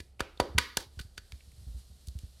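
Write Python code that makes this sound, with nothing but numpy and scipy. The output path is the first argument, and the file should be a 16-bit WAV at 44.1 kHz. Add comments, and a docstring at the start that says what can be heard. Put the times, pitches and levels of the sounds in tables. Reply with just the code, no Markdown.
"""A small kitchen, heard close: a big ceramic plate is knocked on a wooden worktop and tilted in the hands.
From the start a wavering low hum, a sine over rumble noise, lies under a faint rubbing hiss of coloured noise.
Handling brings soft low thumps throughout, each a few sine cycles that sag in pitch.
Knocks come in clusters from the first moment, thinning out late: scrape, blow and rattle through filters
that colour them, ring the plate and echo in the room. The echo dips briefly near 0.9 s."""
import sys
import numpy as np
from scipy import signal
from scipy.fft import rfft, irfft
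from scipy.io import wavfile
from scipy.ndimage import uniform_filter1d

SR = 44100
rng = np.random.default_rng(int(sys.argv[2]) if len(sys.argv) > 2 else 0)


def store_pcm(level_fs):
    """Save levels as 16-bit WAV."""
    pcm = np.round(np.clip(level_fs, -1, 1) * 32767).astype(np.int16)
    wavfile.write(sys.argv[1], SR, np.atleast_2d(pcm).T)


N = 105840
T = np.arange(N) / SR
FREQ = np.maximum(np.arange(N // 2 + 1) * SR / N, 1)  # the 0 Hz bin is raised to 1 so its log exists
TOP_HZ = 15700  # upper limit of the recorder


def undb(db):
    """Decibels to gain."""
    return 10 ** (np.asarray(db) / 20)


def on_log(hz, values):
    """Join points by straight lines over log frequency."""
    return np.interp(np.log(FREQ), np.log(hz), values)


def causal(gain):
    """Minimum-phase response with the given gain: it starts at once, with no ringing beforehand."""
    cepstrum = irfft(np.log(gain), N)
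    cepstrum[1:N // 2] *= 2
    cepstrum[N // 2 + 1:] = 0
    return np.exp(rfft(cepstrum))


def noise(points):
    """Noise of rms 1 with a (Hz, dB) colour."""
    hz, db = np.array(points).T
    white = rfft(rng.standard_normal(N))
    coloured = irfft(white * undb(on_log(hz, db)), N)
    return coloured / coloured.std()


def walk(rate):
    """Slow random drift of spread near 1, with `rate` new values a second."""
    hold = int(SR / rate)
    steps = np.repeat(rng.standard_normal(N // hold + 1), hold)
    return uniform_filter1d(steps, hold)[:N]


# Colour of the room rumble at the microphone. Each row: frequency in Hz, relative level in dB.
RUMBLE_COLOUR = [(15, -42.5), (25, 5), (87, -5), (312, -23.5), (405, -22), (753, -25), (1020, -36),
                 (1460, -33.5), (1780, -47), (2010, -38.5), (3000, -35.5), (3900, -54), (6600, -120)]
RUMBLE_DB = -61
HUM_HZ, HUM_DB, HUM_WAVER_DB = 66.3, -59.5, 2


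def hum():
    """A low sine drifting in pitch and level, over the rumble of the room."""
    pitch = HUM_HZ * (1 + 0.018 * walk(2.2))
    tone = np.sqrt(2) * np.sin(2 * np.pi * np.cumsum(pitch) / SR)  # rms 1
    level = undb(HUM_DB + HUM_WAVER_DB * walk(8.3))
    return tone * level + undb(RUMBLE_DB) * noise(RUMBLE_COLOUR)


# Rubbing hiss from start to end. Each row: time in seconds, level in dB before the flicker.
RUB_LEVEL = [(0, -65.5), (.15, -80.5), (.4, -73), (.9, -72), (1.03, -64), (1.12, -72), (1.3, -66.5),
             (1.5, -67), (1.7, -63.5), (1.76, -65.5), (1.79, -60.5), (1.84, -66.5), (1.95, -67), (2.1, -66),
             (2.4, -66)]
# Colour of that hiss. Each row: frequency in Hz, relative level in dB per Hz.
RUB_COLOUR = [(590, -30.5), (1000, -6), (1430, -6.5), (1870, -4.5), (2250, -8), (2620, -4), (4210, 5),
              (6400, -2), (8650, 0.5), (12700, -4.5), (16000, -25)]
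RUB_FLICKER_DB, RUB_FLICKER_HZ = 0.7, 28


def rubbing():
    """Faint hiss of hands and sleeves sliding on the glaze: coloured noise with a flickering level."""
    time, db = np.array(RUB_LEVEL).T
    hiss = noise(RUB_COLOUR)
    flicker = -RUB_FLICKER_DB * walk(RUB_FLICKER_HZ)
    return hiss * undb(np.interp(T, time, db) + flicker)


# Handling thumps. Each row: start in seconds, level in dB before the envelope,
# settled pitch in Hz, decay in seconds before the envelope's 1.245 stretch.
HANDLING_THUMPS = [(.0005, -42.5, 68.2, 0.025), (0.2074, -27, 54.4, 0.009), (0.4052, -26, 52.5, 0.01),
                   (0.495, -41.5, 64, 0.057), (.549, -22, 69.1, 0.026), (0.566, -26, 71, 0.0097),
                   (0.774, -26.5, 54.4, 0.0049), (.865, -44, 66.6, 0.014), (0.973, -34, 61.7, 0.023),
                   (1.003, -24.5, 55, 0.0032), (1.049, -36.5, 63, 0.012), (1.183, -35.5, 59, 0.0081),
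                   (1.327, -34.5, 59.3, 0.022), (1.475, -47, 71.4, 0.016), (1.53, -54, 103.4, 0.025),
                   (1.578, -42.5, 66.3, 0.053), (1.613, -41.5, 68.3, 0.019), (1.667, -36, 55, 0.073),
                   (1.741, -36, 61.3, 0.037), (1.9, -43, 62.3, 0.044), (2.076, -31.5, 58.3, 0.024),
                   (2.153, -29.5, 59.8, 0.019), (2.234, -30, 60, 0.014)]
THUMP_ATTACK_S, THUMP_SETTLE_S = 0.0025, 0.01
THUMP_SHARP = 0.55  # starts this fraction above the settled pitch
THUMP_GRIT_DB = -20.5


def thumps():
    """Soft pushes give a few low cycles that sag in pitch, with a little dull rustle."""
    out = np.zeros(N)
    grit = noise([(60, -5.5), (130, 5.5), (230, -5), (400, -19.5), (1500, -32.5), (6000, -69.0)])
    for at, db, hz, decay in HANDLING_THUMPS:
        age = np.maximum(T - at, 0)
        sag = THUMP_SHARP * THUMP_SETTLE_S * (1 - np.exp(-age / THUMP_SETTLE_S))
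        turns = hz * (age + sag)
        attack = 1 - np.exp(-age / THUMP_ATTACK_S)
        envelope = attack * np.exp(-(age / decay / 1.245) ** 1.3)
        out += undb(db) * envelope * (np.sin(2 * np.pi * turns) + undb(THUMP_GRIT_DB) * grit)
    return out


def contact(at, scrape_ms, rattle_ms, share):
    """Spectrum of a swelling scrape, one blow and a dying rattle, evened to be broadly flat."""
    ms = (T - at) * 1000
    fade = np.where(ms < 0, -ms / scrape_ms, ms / rattle_ms)
    force = rng.standard_normal(N) * np.exp(-np.minimum(fade, 20))
    force *= np.sqrt((1 - share) / np.sum(force ** 2))
    force[max(int(at * SR), 0)] += np.sqrt(share)  # the blow is a single sample
    spectrum = rfft(force)
    return spectrum / np.sqrt(uniform_filter1d(np.abs(spectrum) ** 2, size=1600))


# Ringing modes of the plate. Each row: frequency in Hz, lift over the contact noise in dB
# before each knock's ring level, time to fall 60 dB in seconds.
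PLATE_MODES = [(969, 2, .15), (1233, -5.5, 0.086), (1454, -4, 0.078), (1504, -4, 0.089), (1700, -2, 0.1),
               (1961, -5, 0.091), (2360, -9, .05), (2433, -3.5, .3), (2790, -5.5, .06), (3080, -3.5, 0.013),
               (3570, -2.5, .022), (4520, 3.5, 0.2), (4592, 7, 0.025), (4710, 4.5, .42), (4300, -5.5, .05),
               (5930, -6.5, .04)]


def plate():
    """Frequency response of the ceramic: a sum of damped resonances."""
    response = 0
    for hz, db, t60 in PLATE_MODES:
        detune = (FREQ - hz) * 2 * np.pi * t60 / np.log(1000)
        response = response + undb(db) / (1 + 1j * detune)
    return response


# Reverberation of the kitchen. Each row: band centre in Hz, reverberant level in dB
# before each knock's room level, time to fall 60 dB in seconds.
KITCHEN_BANDS = [(100, -12.5, 0.41), (216, -12.5, 0.58), (260, -4.5, 0.37), (470, -1, 0.37),
                 (696, -16, 0.42), (1510, -10, 0.5), (2480, -12.5, .38), (4400, -9.5, 0.45),
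                 (8010, -13.5, 0.24), (14000, -14.5, 0.53)]
ROOM_DELAY_S, ROOM_BUILD_S = 0.003, 0.0033


def kitchen():
    """Response of the room: a diffuse tail with its own level and decay in each band."""
    hz, db, t60 = np.array(KITCHEN_BANDS).T
    white = rfft(rng.standard_normal(N))
    build = np.clip((T - ROOM_DELAY_S) / ROOM_BUILD_S, 0, 1)
    tail = 0
    # each identity row picks one band, fading into its neighbours
    for band, gain, decay in zip(np.eye(len(hz)), undb(db), t60):
        envelope = build * np.exp(-np.log(1000) * T / decay)
        envelope = envelope / np.sqrt(np.sum(envelope ** 2))
        tail = tail + gain * irfft(white * on_log(hz, band), N) * envelope
    return tail


# Knocks on the worktop. Each row: time in seconds, scrape before the blow in ms, rattle decay in ms,
# blow share of the energy 0-1 before evening, contact resonance in Hz, its lift in dB, plate ring in dB,
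# then boom, wood, clack, clink and edge levels in dB before that lift, and level sent to the room in dB.
WORKTOP_KNOCKS = [ (.003, 0.87, 3.6, 0.03, 1960, 12, -1, -3, -23.5, -21, -15, -26, -9),
                  (0.1969, 1.4, 2.3, 0, 2530, 14.5, -21, -16.5, -3, -17.5, -19.5, -27.5, 11.5),
                  (0.206, 0.94, 2.2, 0, 1424, 9, -5, 10, 6.5, 2, -3, -11, -7.5),
                  (0.375, 0.87, 2.2, 0.2, 3700, 13, -12, -23, -24, -41, -29, -45, -9),
                  (0.4006, 0.67, 4.35, 0, 280, 2.5, 2, 17, 21, 5.5, -0.5, -7.5, -2),
                  (0.581, 0.25, 6, 0.04, 1024, 20.5, 3.5, 3, -14.5, 9, 5.5, -12, 0),
                  (0.5852, 1.34, 1.4, 0.32, 2140, 6, -11, 8, -1, 13, 8.5, 3, -2),
                  (0.7716, 0.52, 1.7, 0.04, 877, 12.5, -6.5, 6.5, 3, 0, 6.5, 2, -3),
                  (.7765, 1.9, 1.8, .05, 1560, 18, -9, -22, -32, -10.5, -27, -20, -9),
                  (.805, 1.8, 4, 0, 1585, 3, 2, -11.5, -21, -13.5, -23, -21.5, -17),
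                  (0.992, .5, 5.2, 0, 1474, 10, 4.5, -10.5, -25, -15, -15.5, -24, -4.5),
                  (0.9975, 1.5, 4.4, .01, 3620, 14.5, 4.5, -14, -28, -15, -28.5, -21, -18),
                  (1.0143, 3.1, 4.4, 0.15, 4360, 8.5, -5, -20, -41, -23.5, -23, -25.5, -8),
                  (1.1795, 2.1, 4.1, 0.37, 1590, 8.5, 0, -10.5, -19.5, -12, -10.5, -20, -4.5),
                  (1.3216, 0.52, 1.37, 0, 2280, 5.5, -9.5, -27, -26, -20, -16, -27.5, 0),
                  (1.4065, 1.4, 2.8, 0.18, 2350, 16, -7, -38, -38, -37.5, -35.5, -54.5, -7),
                  (1.518, 1.8, 2.7, .05, 2175, 9, -5.5, -44, -56, -36.5, -42, -36.5, -12.5),
                  (2.073, 2.3, 4.8, 0, 5000, -2.5, 0.5, -54.5, -54, -49.5, -23.5, -23.5, -12),
                  (2.0852, 0.37, 0.57, 0.1, 4050, 5, -8, -38, -45.5, -43, -22.5, -22.5, 1.5),
                  (2.1891, 1.06, 2.3, 0, 2760, 5, -13, -24, -57, -32, -24, -26, 8)]
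# Centres of boom, wood, clack, clink and edge, in Hz.
COLOUR_HZ = (350, 750, 1600, 4000, 9000)
# Brief dip in the echo level. Each row: time in seconds, echo gain in dB.
ECHO_DIP = [(.83, 1), (.89, -9), (.94, -8.5), (.99, -1)]
SUB_DB = -5  # at 150 Hz, relative to boom
EDGE_TOP_HZ, EDGE_TOP_DB, AIR_DB = 10860, -1.5, -14.5  # both levels relative to edge; air is at TOP_HZ
CONTACT_OCTAVES = 0.23  # spread of the contact resonance
RATTLE_ABOVE_HZ = 730  # well below this a contact is one clean push
RING_TO_ROOM_DB = -6


def knocks():
    """Every contact has its own colour, rings the plate and echoes in the kitchen."""
    direct, sent, ringing = 0, 0, plate()
    clean = 1 / np.sqrt(1 + (FREQ / RATTLE_ABOVE_HZ) ** 6)
    colour_points_hz = [40, 150, *COLOUR_HZ, EDGE_TOP_HZ, TOP_HZ]
    for at, scrape, rattle, share, hz, lift, ring, *tone, room in WORKTOP_KNOCKS:
        boom, edge = tone[0], tone[-1]
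        db = on_log(colour_points_hz, [boom - 10, boom + SUB_DB, *tone, edge + EDGE_TOP_DB, edge + AIR_DB])
        octaves_away = np.log2(FREQ / hz)
        db = db + lift * np.exp(-.5 * (octaves_away / CONTACT_OCTAVES) ** 2)
        colour = causal(undb(db))
        push = np.exp(-2j * np.pi * FREQ * at)  # an impulse at the knock
        force = clean * push + (1 - clean) * contact(at, scrape, rattle, share)
        direct = direct + colour * force * (1 + undb(ring) * ringing)
        # the room hears the push alone, with less of the ring
        sent = sent + undb(room) * colour * push * (1 + undb(ring + RING_TO_ROOM_DB) * ringing)
    echo = signal.fftconvolve(irfft(sent, N), kitchen())[:N]
    time, dip_db = np.array(ECHO_DIP).T
    return irfft(direct, N) + echo * undb(np.interp(T, time, dip_db))


def scene():
    """All sources together, placed slightly to the right by level alone."""
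    balance_db = np.array([[-1.25], [1.25]]) / 2  # left, right
    return (knocks() + thumps() + rubbing() + hum()) * undb(balance_db)


def record(dry):
    """The recorder cuts the deepest rumble below 27 Hz and the top above TOP_HZ."""
    low_cut = signal.butter(3, 27, "high", fs=SR, output="sos")
    top_cut = signal.ellip(8, .2, 80, TOP_HZ, fs=SR, output="sos")
    return signal.sosfilt(top_cut, signal.sosfilt(low_cut, dry))


dry = scene()
out = record(dry)
store_pcm(out)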